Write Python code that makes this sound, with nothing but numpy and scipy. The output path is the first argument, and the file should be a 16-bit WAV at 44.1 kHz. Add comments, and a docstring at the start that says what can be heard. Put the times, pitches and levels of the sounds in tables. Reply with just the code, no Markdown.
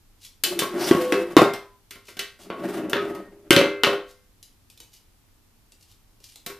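"""Parrot with a tin watering can

A parrot pecks a small tin can, drags it over a wooden floor, tips it, lifts it and drops it. Blows set
the thin wall ringing and thump the flat bottom; the rim sticks and slips on the grain. The can rattles
to rest, claws tick on the boards and the beak clinks on the tin again. A small room answers, and the
loudest crashes overload the nearby microphone."""
import sys
import numpy as np
from scipy import signal
from scipy.fft import rfft, irfft, next_fast_len
from scipy.io import wavfile
from scipy.ndimage import map_coordinates

SR = 44100
rng = np.random.default_rng(int(sys.argv[2]) if len(sys.argv) > 2 else 0)


def unload_audio(sound):
    """Save the sound as a 16-bit wav file, at the path given as the first command line argument."""
    columns = np.transpose(np.atleast_2d(sound))
    # keep every value between -1 and 1, then stretch to whole-number steps
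    steps = np.round(np.clip(columns, -1, 1) * 32767)
    wavfile.write(sys.argv[1], SR, steps.astype(np.int16))


N = 290619

# Levels in the tables are relative: the functions set the mix.
# room tone spectrum: f/Hz, level/dB
ROOM_TONE_EQ = [(12, -25.5), (20, 1.5), (76, -12), (103, -3.5), (124, -17), (270, -17), (571, -28),
                (889, -26.5), (1640, -30.5), (4820, -31.5), (8160, -34), (13800, -31.5), (15000, -42.5)]
# reverb decay: f/Hz, t60/s
ROOM_T60 = [(120, 0.15), (500, 0.37), (2000, 0.38), (5000, 0.32), (13000, 0.29)]
# stereo image of diffuse sound, then of the room tone: f/Hz, left-right likeness (1 = mono)
DIFFUSE_LIKENESS = [(300, .99), (1000, 1), (2500, 0.98), (4500, 0.81), (7000, .55), (11000, .4)]
ROOM_TONE_LIKENESS = [(60, 0.93), (300, 0.4), (1000, .45), (3000, 0.18), (10000, .1)]
# feet and feathers brushing: t/s, level/dB
BRUSHES = [(.244, -45.5), (2.093, -48), (2.426, -49.5), (4.101, -55), (4.958, -52.5), (5.828, -61),
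           (5.91, -58.5), (6.25, -55), (6.313, -52)]
# bright colour of brushes and claw clicks: f/Hz, level/dB
BIRD_EQ = [(600, -24), (1500, -19.5), (2800, -1.5), (5000, 0), (8000, -4.5), (14000, -8)]
# the can's main modes: f/Hz, level/dB, t60/s
TIN_MODES = [(312, -4, .35), (346, -2, .28), (401, 4, .42), (505, -2, .45), (569, -4, .28), (694, -7, .33),
             (871, -13, .22), (964, -9, .22), (1062, -9, .36), (1110, -4, .38), (1267, -7, .42),
             (1386, -5.5, .42), (1458, -5.5, .33), (1565, -6, .45), (1680, -12, .33), (1853, -9, .4),
             (1990, -5, .18), (2083, -10, .55), (2148, -12, .32), (2308, -11, .36), (2611, -9, .4),
             (2661, -8, .3), (2805, -2, .13), (2971, -3, .24), (3060, -3, .23), (3520, -12, .22),
             (4010, -11, .13), (4124, -16, .28), (4594, -13, .28), (5380, -10, .2), (6445, -13, .16)]
# wash of weaker sheet-metal modes: f/Hz, level/dB
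SHEET_EQ = [(30, -31), (70, -17), (140, 3.5), (350, 7), (600, -0.5), (830, -5.5), (1400, -2), (3000, -3.5),
            (4100, -5), (5000, -7.5), (7500, -14), (14000, -13.5)]
# decay of that wash: f/Hz, t60/s
SHEET_T60 = [(150, 0.27), (1500, .22), (4000, 0.22), (12000, 0.0794)]
# edges of a blow's bass, mid, treble and sizzle bands: f/Hz
BAND_EDGES = [120, 650, 1800, 5000, 14000]
# beak on tin: t/s, treble level/dB, body offset/dB, sizzle offset/dB, favoured f/Hz
PECKS = [(.437, -23, -18, 0, 4010), (.591, -26, -13.5, 0, 3520), (0.62, -35, 6.5, -5, 1110),
         (1.536, -41, 1, 0.5, 4124), (1.908, -43.5, -13.5, -1, 2083), (1.955, -53, -2, -7, 1060),
         (2.083, -49.5, -4, -13, 2083), (2.169, -46.5, -3.5, -4, 1565), (2.192, -28.5, -16, -7, 2308),
         (2.897, -47.5, 0.5, 7, 401), (3.149, -52, 6.5, -0.5, 1853), (6.463, -40, -5, 3.5, 694),
         (6.5, -53, 7.5, 3, 401)]
# two continuous scrapes of the can, upright and then on its side: t/s, drag level/dB, hiss level/dB
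DRAG_UPRIGHT = [
    [(0.46, -44, -43), (0.536, -30, -44.5), (0.554, -37, -60.5), (0.58, -26, -47)],
    [(0.68, -45, -58), (0.75, -27.5, -53), (0.83, -26, -34), (0.895, -31, -34.5)],
    [(0.99, -23.5, -42.5), (1.026, -32, -39), (1.062, -35.5, -49), (1.11, -36, -46)],
    [(1.22, -31.5, -47.5), (1.266, -39, -59), (1.31, -32, -50.5), (1.34, -36, -54.5)],
]
DRAG_ON_SIDE = [
    [(2.39, -52, -64), (2.424, -55.5, -54), (2.464, -44, -63), (2.49, -50, -75)],
    [(2.57, -39.5, -60), (2.646, -29.5, -50), (2.742, -37.5, -45.5), (2.87, -30, -65)],
    [(3.03, -33, -56), (3.114, -35, -54), (3.38, -60, -85), (3.48, -46, -74.5)],
]
# low, middle and high layers of the scrape: f/Hz, level/dB
JUDDER_EQ = [(50, -35), (110, -9.5), (200, 4), (290, 1.5), (380, 2), (460, -6.5), (650, -4.5), (1000, -43),
             (2000, -69.5)]
GRIND_EQ = [(300, -29), (650, 4.5), (1100, -1), (2000, -5), (3200, -17.5), (4500, -25.5), (9000, -46.5)]
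HISS_EQ = [(1200, -32), (2800, -0.5), (5200, -3), (6300, -5.5), (9000, -5), (14000, -5.5)]
# can on boards: t/s, mid level/dB, bass offset/dB, treble offset/dB, sizzle offset/dB,
# favoured f/Hz, ring length factor, rebound delay/s
LANDINGS = [(.911, -24.5, 14.5, -6.5, -15, 1110, 0.97, 0.038), (1.123, -26, 5, -1.5, -10.5, 2611, 1, 0.019),
            (1.367, -12.5, 7, -6, -14.5, 1062, 0.62, 0.016), (1.418, -17.5, 5, -16.5, -18.5, 694, 1, .013),
            (2.502, -35.5, 2, -7, -27, 1090, 1.23, .025), (2.932, -25.5, -2.5, 0.5, -17, 401, 0.33, .035),
            (3.507, -22, 9.5, 8.5, 0.5, 1565, 1.33, 0.023), (3.564, -24.5, 11, 9, -4, 569, 1.67, .026),
            (3.613, -26.5, 4, -3, -21, 2945, 1.3, .03), (3.835, -23, -3.5, 7.5, -8, 2766, .95, .012),
            (3.869, -24, 0.5, -13.5, -18.5, 569, 1.1, 0.064)]
# loss on the rebound: bass/dB, mid/dB, treble/dB, sizzle/dB
REBOUND_LOSS_DB = [14, 7.7, 12, 11]
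# single tones of the can singing on after a blow: t/s, level/dB, f/Hz, hold/s
SINGING_MODES = [(.95, -20.5, 505, 0.29), (.92, -32, 1105, 0.22), (1.123, -15.5, 396.2, 0.062),
                 (1.38, -37, 2100, 0.21), (1.4, -50, 1009, 0.36), (2.932, -23, 401.4, 0.19),
                 (2.95, -26, 1270, 0.061), (3.06, -38.5, 1267, 0.14), (3.149, -50.5, 1857, 0.13),
                 (3.15, -45, 403.5, .3), (3.52, -15.5, 555.3, 0.11), (3.564, -14.5, 397.6, .08),
                 (3.87, -23.5, 401, 0.089)]
# claws and beak on wood: t/s, level/dB, knock offset/dB
TICKS = [(4.4282, -31, -25), (4.7003, -36, -23), (4.7752, -37, -23), (4.802, -29, -11.5),
         (5.7206, -38, -15), (5.8101, -44.5, -23), (5.915, -43.5, -18), (6.2025, -45, -3),
         (6.2409, -31.5, -29), (6.358, -30, -16.5)]


def amp(db):
    """Decibels to gain."""
    return 10 ** (np.asarray(db) / 20)


def unit(x):
    """x at rms 1."""
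    return x / np.sqrt(np.mean(x ** 2) + 1e-20)


def along(points, hz):
    """Read (f/Hz, value) points on a log frequency axis."""
    f, values = np.transpose(points)
    return np.interp(np.log(hz + 1), np.log(f + 1), values)


def filtered(x, response):
    """x through a frequency response."""
    n = x.shape[-1]
    padded = next_fast_len(n + 8192)
    return irfft(rfft(x, padded) * response(np.fft.rfftfreq(padded, 1 / SR)), padded)[..., :n]


def eq(x, points):
    """x through a minimum-phase EQ drawn as (f/Hz, level/dB) points."""
    def response(hz):
        cepstrum = irfft(np.log(amp(along(points, hz))))
        half = len(cepstrum) // 2
        return np.exp(rfft(np.r_[cepstrum[0], 2 * cepstrum[1:half]], 2 * half))
    return filtered(x, response)


def wobble(rate):
    """A random modulator with `rate` breakpoints a second."""
    knots = rng.standard_normal(int(N * rate / SR) + 4)
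    return map_coordinates(knots, [np.arange(N) * rate / SR], order=1)


def wavering(hz, drift_hz, waver_db=5.5):
    """One resonance, unsteady in pitch and level."""
    level = amp(waver_db * wobble(66))
    pitch = hz + drift_hz * wobble(hz / 5)
    return level * np.sin(2 * np.pi * np.cumsum(pitch) / SR)


def bump(s, width_s):
    """A bell-shaped fade in and out, centred on time s."""
    return np.exp(-.5 * ((np.arange(N) / SR - s) / width_s) ** 2)


def faders(points):
    """Gain curves for the drag and hiss of one continuous scrape, silent before and after it."""
    s, *columns = np.vstack(points).T
    return amp([np.interp(np.arange(N) / SR, s, db, left=-120, right=-120) for db in columns])


def dying_noise(t60s, size):
    """Noise in which each frequency dies at its own speed."""
    hz, t, spectra = signal.stft(rng.standard_normal(size), SR, nperseg=256)
    decay = amp(-60 * t / along(t60s, hz)[:, None])
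    return signal.istft(spectra * decay, SR, nperseg=256)[1][:size]


def diffuse(pair, likeness=DIFFUSE_LIKENESS):
    """Two unrelated signals as a diffuse field at two close mics: narrow bass, wide treble."""
    def mid_side_gains(hz):
        angle = np.arccos(np.clip(along(likeness, hz), -1, 1)) / 2
        return np.array([np.cos(angle), np.sin(angle)])
    mid, side = filtered(pair, mid_side_gains)
    return np.array([mid + side, mid - side])


def in_room(x, wet_db):
    """The direct sound plus the small room's short tail."""
    size = SR // 2
    tail = diffuse(np.array([dying_noise(ROOM_T60, size) for _ in range(2)]))
    tail *= 1 - np.exp(-np.arange(size) / SR / .0013)
    wet = signal.fftconvolve(np.atleast_2d(x), tail / np.linalg.norm(tail[0]), axes=1)
    return x + amp(wet_db) * wet[:, :x.shape[-1]]


def panned(x, left_db, lead_s):
    """A source left of centre reaches the left mic earlier and louder."""
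    sides = np.array([[1], [-1]])
    return amp(sides * left_db / 2) * filtered(x, lambda hz: np.exp(1j * np.pi * hz * lead_s * sides))


def add(track, sound, s):
    """Mix a sound into the track at time s."""
    part = track[:, round(s * SR):][:, :sound.shape[-1]]
    part += sound[..., :part.shape[-1]]


def room_tone():
    """A faint, steady bed of rumble and hiss."""
    air = diffuse(rng.standard_normal((2, N)), ROOM_TONE_LIKENESS)
    return amp(-59) * unit(eq(air, ROOM_TONE_EQ))


def brushes():
    """Soft gritty swishes as the bird shifts its feet and wings."""
    level = sum(amp(db) * bump(s, width_s=.021) for s, db in BRUSHES)
    grit = unit(eq(amp(4.2 * wobble(220)) * rng.standard_normal(N), BIRD_EQ))
    return in_room(amp(-1.5) * level * grit, wet_db=-1.5)


def wall_ripple(x, depth_db):
    """Each point of the thin wall radiates its own pattern of shallow peaks and dips."""
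    hz = np.arange(600, 15000, 170)
    ripple_db = depth_db * np.tanh(rng.standard_normal(len(hz))) * (hz > hz[0])
    return eq(x, np.c_[hz, ripple_db])


def voiced(sound, bands_db):
    """Where and how hard the can is hit sets its tone: EQ the blow so its attack nears bands_db."""
    attack, n_fft = sound[:, :int(.03 * SR)], 8192
    power = 2 * np.mean(abs(rfft(attack, n_fft)) ** 2, axis=0) / (n_fft * attack.shape[1])
    hz = np.fft.rfftfreq(n_fft, 1 / SR)
    points = [(np.sqrt(lo * hi), db - 10 * np.log10(power[(hz >= lo) & (hz < hi)].sum()))
              for lo, hi, db in zip(BAND_EDGES, BAND_EDGES[1:], bands_db)]
    return eq(sound, points)


def tin_ring(t, favoured_hz, length):
    """The struck modes ring out; the point of contact lifts those near one frequency."""
    hz, mode_db, t60 = np.transpose(TIN_MODES)[:, :, None]
    lift_db = 11 * np.exp(-(np.log(hz / favoured_hz) / .05) ** 2)
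    scatter_db = 2.5 * rng.standard_normal(hz.shape)
    decay_db = -60 * t / (t60 * length)
    partials = np.sin(2 * np.pi * (hz * t + rng.random(hz.shape))) * (1 - np.exp(-t / .002))
    return np.sum(amp(mode_db + lift_db + scatter_db + decay_db) * partials, axis=0)


def sheet_crash(t, contact_s):
    """A crack and a wash of weak modes; a sliding contact spreads the same push over more time."""
    push = amp(1) / np.sqrt(contact_s) * np.exp(-t / contact_s)
    crack = push * diffuse(rng.standard_normal((2, len(t))))
    wash = amp(10) * dying_noise(SHEET_T60, len(t))
    return wall_ripple(eq(wash + crack, SHEET_EQ), depth_db=3)


def bottom_thump(t, bass_db, mid_db, t60=.04):
    """The flat bottom thumps under a heavy blow; a harder one buckles it and lowers its note."""
    level_db = min(-.5 + 3 * max(bass_db + 20, 0), 27.5)
    hz = 352 - 4 * max(mid_db + 23, 0)
    envelope = amp(level_db - 60 * t / t60) * (1 - np.exp(-t / .0021))
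    return envelope * np.sin(2 * np.pi * hz * t)


def strike(bands_db, favoured_hz, contact_s, length, ring_db):
    """One clank in three layers: ringing modes, sheet-metal crash and bottom thump."""
    t = np.arange(int(.7 * SR)) / SR
    ring = amp(ring_db) * tin_ring(t, favoured_hz, length)
    crash = in_room(sheet_crash(t, contact_s), wet_db=-2.5)
    thump = bottom_thump(t, bass_db=bands_db[0], mid_db=bands_db[1])
    return voiced(crash + ring + thump, bands_db)


def pecks():
    """The hard beak slides as it strikes: a bright clink, with more body the more it pushes."""
    out = np.zeros((2, N))
    for s, db, body_db, sizzle_db, favoured_hz in PECKS:
        bands_db = db + np.array([body_db, body_db, 0, sizzle_db])
        add(out, strike(bands_db, favoured_hz, contact_s=.007, length=.95, ring_db=1), s)
    return out


def tin_response(hz):
    """The can's modes as a resonator bank, damped by the floor and the beak."""
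    return sum(amp(db) * 1j * hz * (5 / t60) / (mode_hz ** 2 - hz ** 2 + 1j * hz * (5 / t60))
               for mode_hz, db, t60 in TIN_MODES)


def drag(on_side_db=5.5, hiss_share=.44):
    """The rim sticks and slips on the wood grain; the slips shake both boards and can."""
    # lying down, the thin wall shakes more than the stiff base
    judder, hiss = faders(DRAG_UPRIGHT) + amp([[on_side_db], [0]]) * faders(DRAG_ON_SIDE)
    grind = judder ** (1 - hiss_share) * hiss ** hiss_share
    slips = amp(3.5 * wobble(55) + 2 * wobble(400))
    scrape = np.zeros((2, N))
    for fader, colour, trim_db in [(judder, JUDDER_EQ, -9.5), (grind, GRIND_EQ, -5), (hiss, HISS_EQ, .5)]:
        friction = slips * diffuse(rng.standard_normal((2, N)))
        scrape += amp(trim_db) * fader * unit(eq(friction, colour))
    return in_room(scrape + amp(6) * filtered(scrape, tin_response), wet_db=-4)


def bottom_groan():
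    """Friction feeds one low resonance of the bottom while the can is dragged upright."""
    return amp(1) * faders(DRAG_UPRIGHT)[0] * wavering(hz=353, drift_hz=14)


def rim_rasp():
    """Friction briefly feeds one high resonance of the rim."""
    return amp(-30.5) * bump(.86, width_s=.035) * wavering(hz=5200, drift_hz=800)


def landings():
    """The can hits the floor, rebounds and hits it again more softly."""
    out = np.zeros((2, N))
    for s, db, bass_db, treble_db, sizzle_db, favoured_hz, length, flight_s in LANDINGS:
        first_db = db + np.array([bass_db, 0, treble_db, sizzle_db])
        for hit_s, bands_db in [(s, first_db), (s + flight_s, first_db - REBOUND_LOSS_DB)]:
            add(out, strike(bands_db, favoured_hz, contact_s=.0016, length=length, ring_db=-2), hit_s)
    return out


def singing(rise_s=.045, sag_db_per_s=20.5, release_t60=.19):
    """Single tones of the can swell after a blow, hold for a set time, then fade."""
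    out = np.zeros(N)
    for s, db, hz, hold_s in SINGING_MODES:
        age = np.maximum(np.arange(N) / SR - s, 0)
        swell = 1 - np.exp(-age / rise_s)
        release = amp(-60 * np.maximum(age - hold_s, 0) / release_t60)
        tone = wavering(hz, drift_hz=3.2, waver_db=.87)
        out += amp(db - sag_db_per_s * age) * swell * release * tone
    return out


def ticks(trim_db=-32.5):
    """Claw or beak meets wood: a sharp click and a small knock in the board."""
    out, t = np.zeros((2, N)), np.arange(SR // 2) / SR
    board_eq = [(80, -32), (300, 5), (1000, -2), (3000, -24)]  # f/Hz, level/dB
    for s, db, knock_db in TICKS:
        click = unit(eq(np.exp(-t / .0036) * rng.standard_normal(len(t)), BIRD_EQ))
        knock = unit(eq(np.exp(-t / .0074) * rng.standard_normal(len(t)), board_eq))
        add(out, in_room(amp(db + trim_db) * (click + amp(knock_db) * knock), wet_db=.5), s)
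    return out


def scene():
    """Can and bird just left of centre, over the room tone."""
    can = landings() + pecks() + singing() + drag() + bottom_groan() + rim_rasp()
    bird = ticks() + brushes()
    return panned(can + bird, left_db=.8, lead_s=2.2e-6) + room_tone()


def record(dry):
    """The crashes clip at full scale; a steep low-pass takes off the very top."""
    clipped, cutoff_hz = np.clip(dry, -1, 1), 14450
    return filtered(clipped, lambda hz: 1 / np.sqrt(1 + (hz / cutoff_hz) ** 120))


dry = scene()
out = record(dry)
unload_audio(out)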